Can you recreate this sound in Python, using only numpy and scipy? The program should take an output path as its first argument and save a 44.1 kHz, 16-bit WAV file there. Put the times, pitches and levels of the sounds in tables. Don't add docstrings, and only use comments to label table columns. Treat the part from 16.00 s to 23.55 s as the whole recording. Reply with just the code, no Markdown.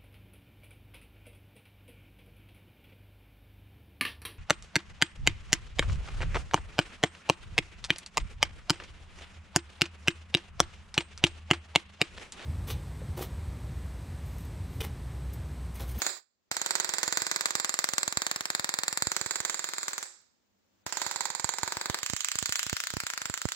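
import sys
import numpy as np
from scipy import signal
from scipy.fft import irfft
from scipy.io import wavfile
from scipy.ndimage import uniform_filter1d

SR = 44100
rng = np.random.default_rng(int(sys.argv[2]) if len(sys.argv) > 2 else 0)


def voltage_ratio(level):
    return 10 ** (np.asarray(level, float) / 20)


def output_pcm(signal):
    pcm = np.clip(np.atleast_2d(signal).T, -1, 1) * 32767
    wavfile.write(sys.argv[1], SR, np.round(pcm).astype(np.int16))


N = 332955

# frequency in Hz, density in dB per Hz.
HISS_SPECTRUM = [(20, -39.5), (45, -11.5), (100, -4), (140, -18.5), (200, -4.5), (260, -8), (600, -12.5),
                 (1700, -18.5), (4000, -21), (7300, -20.5), (8800, -35), (13500, -35), (15300, -18.5),
                 (16500, -55.5)]
# time in seconds, level in dB.
HISS_LEVEL = [
    (0, -98.5),
    (.5, -76),
    (4.101, -74),
    (4.502, -73),
    (4.85, -69),
    (7.55, -72.5),
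]
# time in seconds, frequency in Hz, level in dB.
HUM = [
    (4.3, 103.6, -110),
    (4.45, 105, -88),
    (4.6, 96, -85),
    (4.68, 93.5, -100),
    (4.781, 98, -82),
    (4.86, 96, -88),
    (4.9, 98, -120),
]

# frequency in Hz, time to fall 60 dB in seconds.
WALL_DECAY = [(200, 0.4), (800, 0.55), (2500, 0.51), (5000, 0.62), (8000, 0.46), (15000, 0.34)]
# frequency in Hz, gain in dB.
WALL_COLOUR = [(100, -15.5), (400, 4.5), (1500, 3.5), (4000, 4.5), (8000, 0.5), (16000, 7)]
TAIL_DB = [-8.5, -3.5]
# frequency in Hz, width in Hz, gain in dB.
ROOM_MODES = [
    (368.4, 30, 5.5),
    (544, 36, -1.5),
]
# time in seconds, gain in dB.
TAIL_GATE = [
    (.17, 3),
    (.215, -12),
    (.26, -20),
    (.45, -22),
    (.51, 0),
]

# time in seconds, right lag in ms, distance (0 near, 1 far), port ring in dB.
AIM = [(0, 0.15, 0.88, 1.5), (0.601, 0.18, 0.58, 1), (1.1, 0.21, 0.59, 1.5), (1.6, 0.21, 0.3, 1.5),
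       (2.0, 0.21, 0, 3.5), (2.4, .25, 0.073, -3), (3.0, 0.2, 0.006, 3.5), (3.3, .11, 0.52, 3),
       (3.7, 0.13, 0.55, 3.5), (4.1, .18, 0.28, 12.5), (4.9, 0.11, 1.08, -1), (5.5, .11, 0.63, 4),
       (5.95, .11, 0.47, -5), (6.2, 0.14, 0.51, 2), (6.8, 0.15, 0.44, -3.5), (7.2, .12, 0.32, -1),
       (7.55, .15, 0.36, 2)]
# time in seconds, peak in dB, left minus right in dB.
STRENGTH = [(0, -8, -2), (.6, -7, -2.5), (.87, -8.5, -2.5), (1.25, -7, -1.5), (1.8, -7, 0), (2.5, -8, 0),
            (2.95, -7.5, 2), (3.2, -7.5, -2), (3.5, -11.5, -0.5), (4.03, -18, 6), (4.9, -12, -2),
            (5.2, -12.5, -4.5), (5.42, -15, -5), (5.8, -10.5, 1), (6.1, -9.5, -2.5), (6.6, -9, 1),
            (7.0, -12, 2.5), (7.55, -13, -0.5)]
# time in seconds, share from 0 to 1.
HAND = [
    (5.95, 0),
    (6.05, 0.9),
    (6.4, 1),
    (6.8, 1),
    (7.2, .4),
    (7.55, 0.6),
]
# first spark
# in seconds, sparks until the next run.
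SPARK_RUNS = [(0.0192, 1), (0.0656, 1), (0.5149, 1), (0.5677, 1), (0.616, 8), (0.984, 8), (1.3614, 2),
              (1.4576, 1), (1.5072, 2), (1.5995, 3), (1.7412, 1), (1.79, 1), (1.8426, 3), (1.982, 1),
              (2.0315, 6), (2.3137, 8), (2.6919, 2), (2.7883, 4), (2.9743, 8), (3.3573, 4), (3.5442, 2),
              (3.6424, 3), (3.7828, 1), (3.831, 2), (3.933, 2), (4.0281, 1),
              (4.8649, 1), (4.9246, 2), (5.0174, 7), (5.3502, 6), (5.6322, 5), (5.8581, 4), (6.0315, 1),
             (6.0629, 3), (6.1651, 1), (6.2067, 2), (6.2861, 1), (6.3168, 4), (6.4586, 3), (6.5568, 2),
             (6.6304, 2), (6.6971, 4), (6.8381, 6), (7.0356, 1), (7.0673, 2), (7.1364, 2), (7.2177, 1),
             (7.2564, 2), (7.3405, 1), (7.3763, 1), (7.4172, 2), (7.4879, 1), (7.5202, 1)]
# time in seconds, electric thump in dB, left peak in dB, right peak in dB.
STRIKES = [(.5149, -41, -10, -8), (1.0788, -39, -10, -8), (1.8426, -64, -3, -8), (1.9357, -39, -8, -9),
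           (1.982, -64, -4, -4), (2.0788, -37, -8, -9), (2.1724, -30, -6, -5), (2.5965, -37, -8, -11),
           (3.0229, -34, -7, -7), (3.0706, -28, -11, -9), (3.2134, -38, -13, -9), (3.2617, -38, -14, -12),
           (3.4034, -38, -13, -12), (4.8649, -35, -16, -15), (5.4443, -29, -16, -7), (5.6322, -30, -11, -8),
           (5.7699, -34, -12, -14), (5.8989, -24, -10, -10), (6.0992, -35, -13, -9), (6.1348, -26, -18, -8),
           (6.3555, -35, -12, -12), (6.4267, -29, -12, -12), (6.4935, -31, -12, -14),
           (6.6662, -35, -13, -12), (6.7294, -24, -12, -10), (6.9381, -30, -16, -15),
           (6.9687, -24, -13, -15), (7.0359, -36, -18, -19), (7.2988, -28, -15, -18),
           (7.4544, -19, -20, -16)]
# time in seconds, electric thump in dB.
JOLTS = [(.891, -44.5), (1.125, -44), (1.173, -44), (1.219, -41), (1.554, -39), (2.361, -44), (2.407, -43),
         (2.504, -45), (2.644, -46), (2.788, -42), (2.928, -42), (5.065, -40), (5.16, -46), (5.304, -48),
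         (5.397, -48), (5.858, -48), (6.032, -41), (6.388, -48), (6.524, -51), (6.904, -51), (7.003, -53),
         (7.218, -43)]

BOUNCE_MS = [
    [2.1, 3.2],
    [.82, 1.85, 3.15, 5.8],
]
BOUNCE_SHARES = [
    (0.012, 0.013, .4, 0.033, 0.38, .18),
    (0.06, 0.089, 0.12, 0.067, .48, .45),
    (0.07, .11, 0.5, 0.2, 0.25, 0.085),
]
# time in seconds, resonance in Hz, ring in dB.
HOLLOW = [(.6, 760, -2), (1.5, 833, -12), (3.0, 830, -16), (4.0, 920, -8), (4.9, 905, 8), (5.7, 900, 7),
          (6.0, 910, -4), (6.15, 1410, -8), (7.55, 1370, 4)]

# frequency in Hz, gain in dB.
LEFT_MIC = [(60, -21.5), (115, -0.5), (160, 7.5), (350, 3), (800, 0.5), (1500, 4.5), (4500, 2),
            (7000, -1.5), (9000, -3), (11000, 4), (13500, -8.5), (15500, 11), (16900, -16.5), (17600, -81)]
# frequency in Hz, gain in dB.
RIGHT_MIC = [(60, -2.5), (115, -15.5), (160, 7.5), (380, 4), (800, -1), (2000, 0), (4500, 2), (7400, 4.5),
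             (8200, 1.5), (9200, -16), (13000, -2.5), (15500, -3.5), (16900, -3), (17600, -75.5)]
# frequency in Hz, share of the time from 0 to 1.
DROPPED = [(2500, 0), (5100, .03), (5700, .24), (6400, .05), (8000, .06), (8800, .42), (10500, .4),
           (11500, .52), (14200, .55), (15300, .2), (15900, .25), (16200, .88)]


def along(points, t):
    return np.interp(t, *np.transpose(points))


def between(pair, share):
    return pair[0] + np.multiply.outer(share, np.subtract(pair[1], pair[0]))


def read(points, hz):
    f, value = np.transpose(points)
    return np.interp(np.log(hz + 1), np.log(f + 1), value)


def evened(x):
    return x / np.sqrt(np.mean(x ** 2) + 1e-20)


def colour(x, points):
    log_gain = read(points, abs(np.fft.fftfreq(4096, 1 / SR))) * np.log(10) / 20
    taps = np.fft.ifft(np.exp(np.conj(signal.hilbert(log_gain)))).real[:2048]
    return signal.oaconvolve(x, taps)[..., :N]


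def ring(x, hz, width):
    r = np.exp(-np.pi * width / SR)
    side = (1 - r * r) / 2
    return signal.lfilter([side, 0, -side], [1, -2 * r * np.cos(2 * np.pi * hz / SR), r * r], x)


def place(sounds, starts):
    track = np.zeros(N + SR)
    for sound, start in zip(sounds, starts):
        track[start:start + len(sound)] += sound
    return track[:N]


def hiss():
    noise = np.array([colour(ear, HISS_SPECTRUM) for ear in rng.standard_normal((2, N))])
    return voltage_ratio(along(HISS_LEVEL, np.arange(N) / SR) - 3.5) * evened(noise)


def distant_hum():
    s, hz, db = np.transpose(HUM)
    t = np.arange(N) / SR
    phase = 2 * np.pi * np.cumsum(np.interp(t, s, hz)) / SR
    return voltage_ratio(np.interp(t, s, db, left=-150)) * (np.sin(phase) + 1.4 * np.sin(2 * phase))


def switch_tick():
    start_s, peak_db = 4.216, -61.5
    tick = rng.standard_normal(200) * np.exp(-np.arange(200) / 25)
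    return place([voltage_ratio(peak_db) * np.diff(tick)], [int(start_s * SR)])


def wall_answers():
    near_t60, slap_s, slap_db, slap_t60 = 0.05, 0.027, 6, 0.08
    t = np.arange(SR * 3 // 4) / SR
    lumps_db = 2.8 * rng.standard_normal((3, 2, 256)).repeat(16, axis=2)
    near = rng.standard_normal((3, 2, 4096))
    near *= voltage_ratio(lumps_db)
    near *= voltage_ratio(-60 * t[:4096] / near_t60) * (t[:4096] > 0.0007)

    hz, frame_s, z = signal.stft(rng.standard_normal((3, 2, len(t))), SR, nperseg=256)
    decay = voltage_ratio(-60 * frame_s / read(WALL_DECAY, hz)[:, None])
    far = signal.istft(z * decay, SR, nperseg=256)[1][..., :len(t)]
    slap_fade = voltage_ratio(-60 * np.maximum(t - slap_s, 0) / slap_t60)
    ear_share = np.array([[1.3], [0.8]])
    far *= np.clip(t / 0.0068, 0, 1)
    far *= voltage_ratio(slap_db * ear_share * (t > slap_s) * slap_fade)
    return [v / np.linalg.norm(v, axis=-1, keepdims=True) for v in (near, far)]


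def answered(x, answers, turns_hz):
    phase = np.pi * turns_hz * np.arange(N) / SR
    poses = np.cos(phase + np.pi / 3 * np.arange(3)[:, None]) * np.sqrt(2 / 3)
    return signal.fftconvolve((x * poses)[:, None], answers, axes=2).sum(axis=0)[:, :N]


def room(bare, starts, away):
    t = np.arange(N) / SR
    near, far = wall_answers()
    earlier = rng.standard_normal(N) * voltage_ratio(-45 - 60 * t / 0.5)
    echo_db = between((-12, -5), away)
    echoes = answered(place(bare * voltage_ratio(echo_db)[:, None], starts), near, 0.881) * voltage_ratio([[-3], [3]])

    linger = answered(place(bare, starts), far, 1.6) * voltage_ratio(TAIL_DB)[:, None] + earlier
    linger += sum(voltage_ratio(db) * ring(linger, hz, width) for hz, width, db in ROOM_MODES)
    aim_s, _, distance, _ = np.transpose(AIM)
    linger_db = between((-8, 2), np.interp(t, aim_s, distance))
    gate_db = np.interp(t, *np.transpose(TAIL_GATE), left=0)
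    both = echoes + linger * voltage_ratio(linger_db + gate_db)
    both = np.array([colour(ear, WALL_COLOUR) for ear in both])
    at, _, side_db = np.transpose(STRENGTH)
    both[0] *= voltage_ratio(-0.4 + 0.96 * np.interp(t, at, side_db))
    return both


def wire_thumps(s, thump_db):
    t = np.arange(2048) / SR
    high_pass = signal.butter(3, 88, "high", fs=SR, output="sos")
    step = signal.sosfilt(high_pass, 1 - np.exp(-t / 0.000093))
    return place(-voltage_ratio(thump_db + 9)[:, None] * step, (s * SR).astype(int))


def spark_table():
    leak_db, leak_spread_db = -67.5, 8
    peak_spread_db, side_spread_db = 1.45, 1.5
    runs = SPARK_RUNS
    nexts = runs[1:] + runs[-1:]
    s = np.concatenate([np.linspace(a[0], b[0], int(a[1]), endpoint=False) for a, b in zip(runs, nexts)])
    at, peak_db, side_db = np.transpose(STRENGTH)
    chance = rng.standard_normal((len(s), 3))
    peak_db = np.interp(s, at, peak_db) + peak_spread_db * chance[:, 0]
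    half_db = (np.interp(s, at, side_db) + side_spread_db * chance[:, 1]) / 2
    thump_db = leak_db + leak_spread_db * abs(chance[:, 2])
    table = np.array([s, thump_db, peak_db + half_db, peak_db - half_db])
    jolt_s, jolt_db = np.transpose(JOLTS)
    table[1, abs(s[:, None] - jolt_s).argmin(axis=0)] = jolt_db
    struck = np.transpose(STRIKES)
    table[:, abs(s[:, None] - struck[0]).argmin(axis=0)] = struck
    return table


def hollow_gain(s, hz):
    hollow_s, hollow_hz, ring_db = np.transpose(HOLLOW)
    tune = hz / np.interp(s, hollow_s, hollow_hz)[:, None]
    band = 0.22j * tune / (1 - tune ** 2 + 0.22j * tune)
    return voltage_ratio(np.interp(s, hollow_s, ring_db))[:, None] * band


def cracks(s, scatter_ms, bass_db, lag_ms, bounce_ms, shares, draws, hollow_share=1):
    hz = np.fft.rfftfreq(1024, 1 / SR)
    turn = -2j * np.pi * hz / 1000
    push = np.exp(-(abs(turn) * 0.014) ** 2)

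    life_ms = between((0.336, 0.272), along(HAND, s))
    branches = draws[:, :4] - draws[:, :4].mean(axis=1, keepdims=True)
    ends = life_ms[:, None] + scatter_ms[:, None] * branches
    dying = np.exp(turn * ends[:, :, None]).mean(axis=1)
    pull = dying * (0.92 + 0.3 / (1 + turn * 0.34))
    shelf = (1 + (voltage_ratio(bass_db / 2)[:, None] - 1) / (1 - turn * 0.11)) ** 2

    delays = np.array(bounce_ms) + 0.085 * draws[:, 4:4 + len(bounce_ms)]
    bounces = (shares[:, :, None] * np.exp(turn * delays[:, :, None])).sum(axis=1)
    bounced = 1 + bounces / (1 - turn * 0.02)
    hollow = 1 + hollow_share * hollow_gain(s, hz)

    starts = (s * SR).astype(int) - 64
    shift_ms = (s - starts / SR) * 1000 + lag_ms
    spectrum = push * (1 - pull) * shelf * bounced * hollow * np.exp(turn * shift_ms[:, None])
    return irfft(spectrum) / irfft(push)[0], starts


def scene():
    s, thump_db, left_db, right_db = spark_table()
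    t = np.arange(N) / SR
    aim_s, lag, distance, ring_db = np.transpose(AIM)
    lag = np.interp(s, aim_s, lag)
    away = np.interp(s, aim_s, distance)
    hand = along(HAND, s)
    scatter = between((0.059, 0.12), hand)
    bass_db = between((-2.5, -20.5), hand) - 2 * away ** 2
    shares = between(BOUNCE_SHARES[:2], away) * (1 - hand[:, None]) + np.outer(hand, BOUNCE_SHARES[2])

    draws = rng.standard_normal((len(s), 8))
    right_draws = 0.86 * draws + 0.38 * draws[:, ::-1]
    left, starts = cracks(s, scatter, bass_db, 0 * lag, BOUNCE_MS[0], shares[:, :2], draws)
    right, _ = cracks(s, scatter, bass_db, lag, BOUNCE_MS[1], shares[:, 2:], right_draws)
    bare, _ = cracks(s, scatter, bass_db, lag, [], shares[:, :0], draws[:, ::-1], hollow_share=0.48)
    bare *= voltage_ratio(-1.44 + 0.44 * (left_db + right_db))[:, None]

    room_left, room_right = room(bare, starts, away)
    front = place(left * voltage_ratio(left_db + 1.24)[:, None], starts) + room_left
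    back = place(right * voltage_ratio(right_db - 1)[:, None], starts) + room_right
    back += voltage_ratio(9 + np.interp(t, aim_s, ring_db)) * ring(back, hz=7400, width=600)
    ears = np.array([colour(front, LEFT_MIC), colour(back, RIGHT_MIC)])
    thumps = voltage_ratio([[-33], [0]]) * wire_thumps(s, thump_db)
    return ears + thumps + hiss() + distant_hum() + switch_tick()


def handset_frames(x):
    smear_db, chance_db = -13, 7
    hz, t, z = signal.stft(x, SR, nperseg=384, noverlap=256)
    rounding = rng.standard_normal(z.shape) + 1j * rng.standard_normal(z.shape)
    z = z + voltage_ratio(smear_db) * abs(z) * rounding

    band = np.arange(len(hz)) // 6
    power = np.add.reduceat(abs(z) ** 2, np.arange(0, len(hz), 6), axis=1)
    level_db = 10 * np.log10(power + 1e-20)
    chance = rng.standard_normal((len(t) // 4 + 1, 2, band[-1] + 1)).repeat(4, axis=0)[:len(t)]
    chance = 0.7 * (chance + chance[:, :1, ::-1])
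    worth = level_db - uniform_filter1d(level_db, 40, axis=2) + chance_db * np.moveaxis(chance, 0, 2)
    rank = worth.argsort(axis=2).argsort(axis=2)[:, band] / len(t)
    kept = rank >= read(DROPPED, hz)[:, None]
    return signal.istft(z * kept, SR, nperseg=384, noverlap=256)[1][:, :N]


def roll_off(x):
    return signal.sosfilt(signal.butter(12, 17310, fs=SR, output="sos"), x)


def record(dry):
    mix = handset_frames(dry)
    return roll_off(mix)


dry = scene()
out = record(dry)
output_pcm(out)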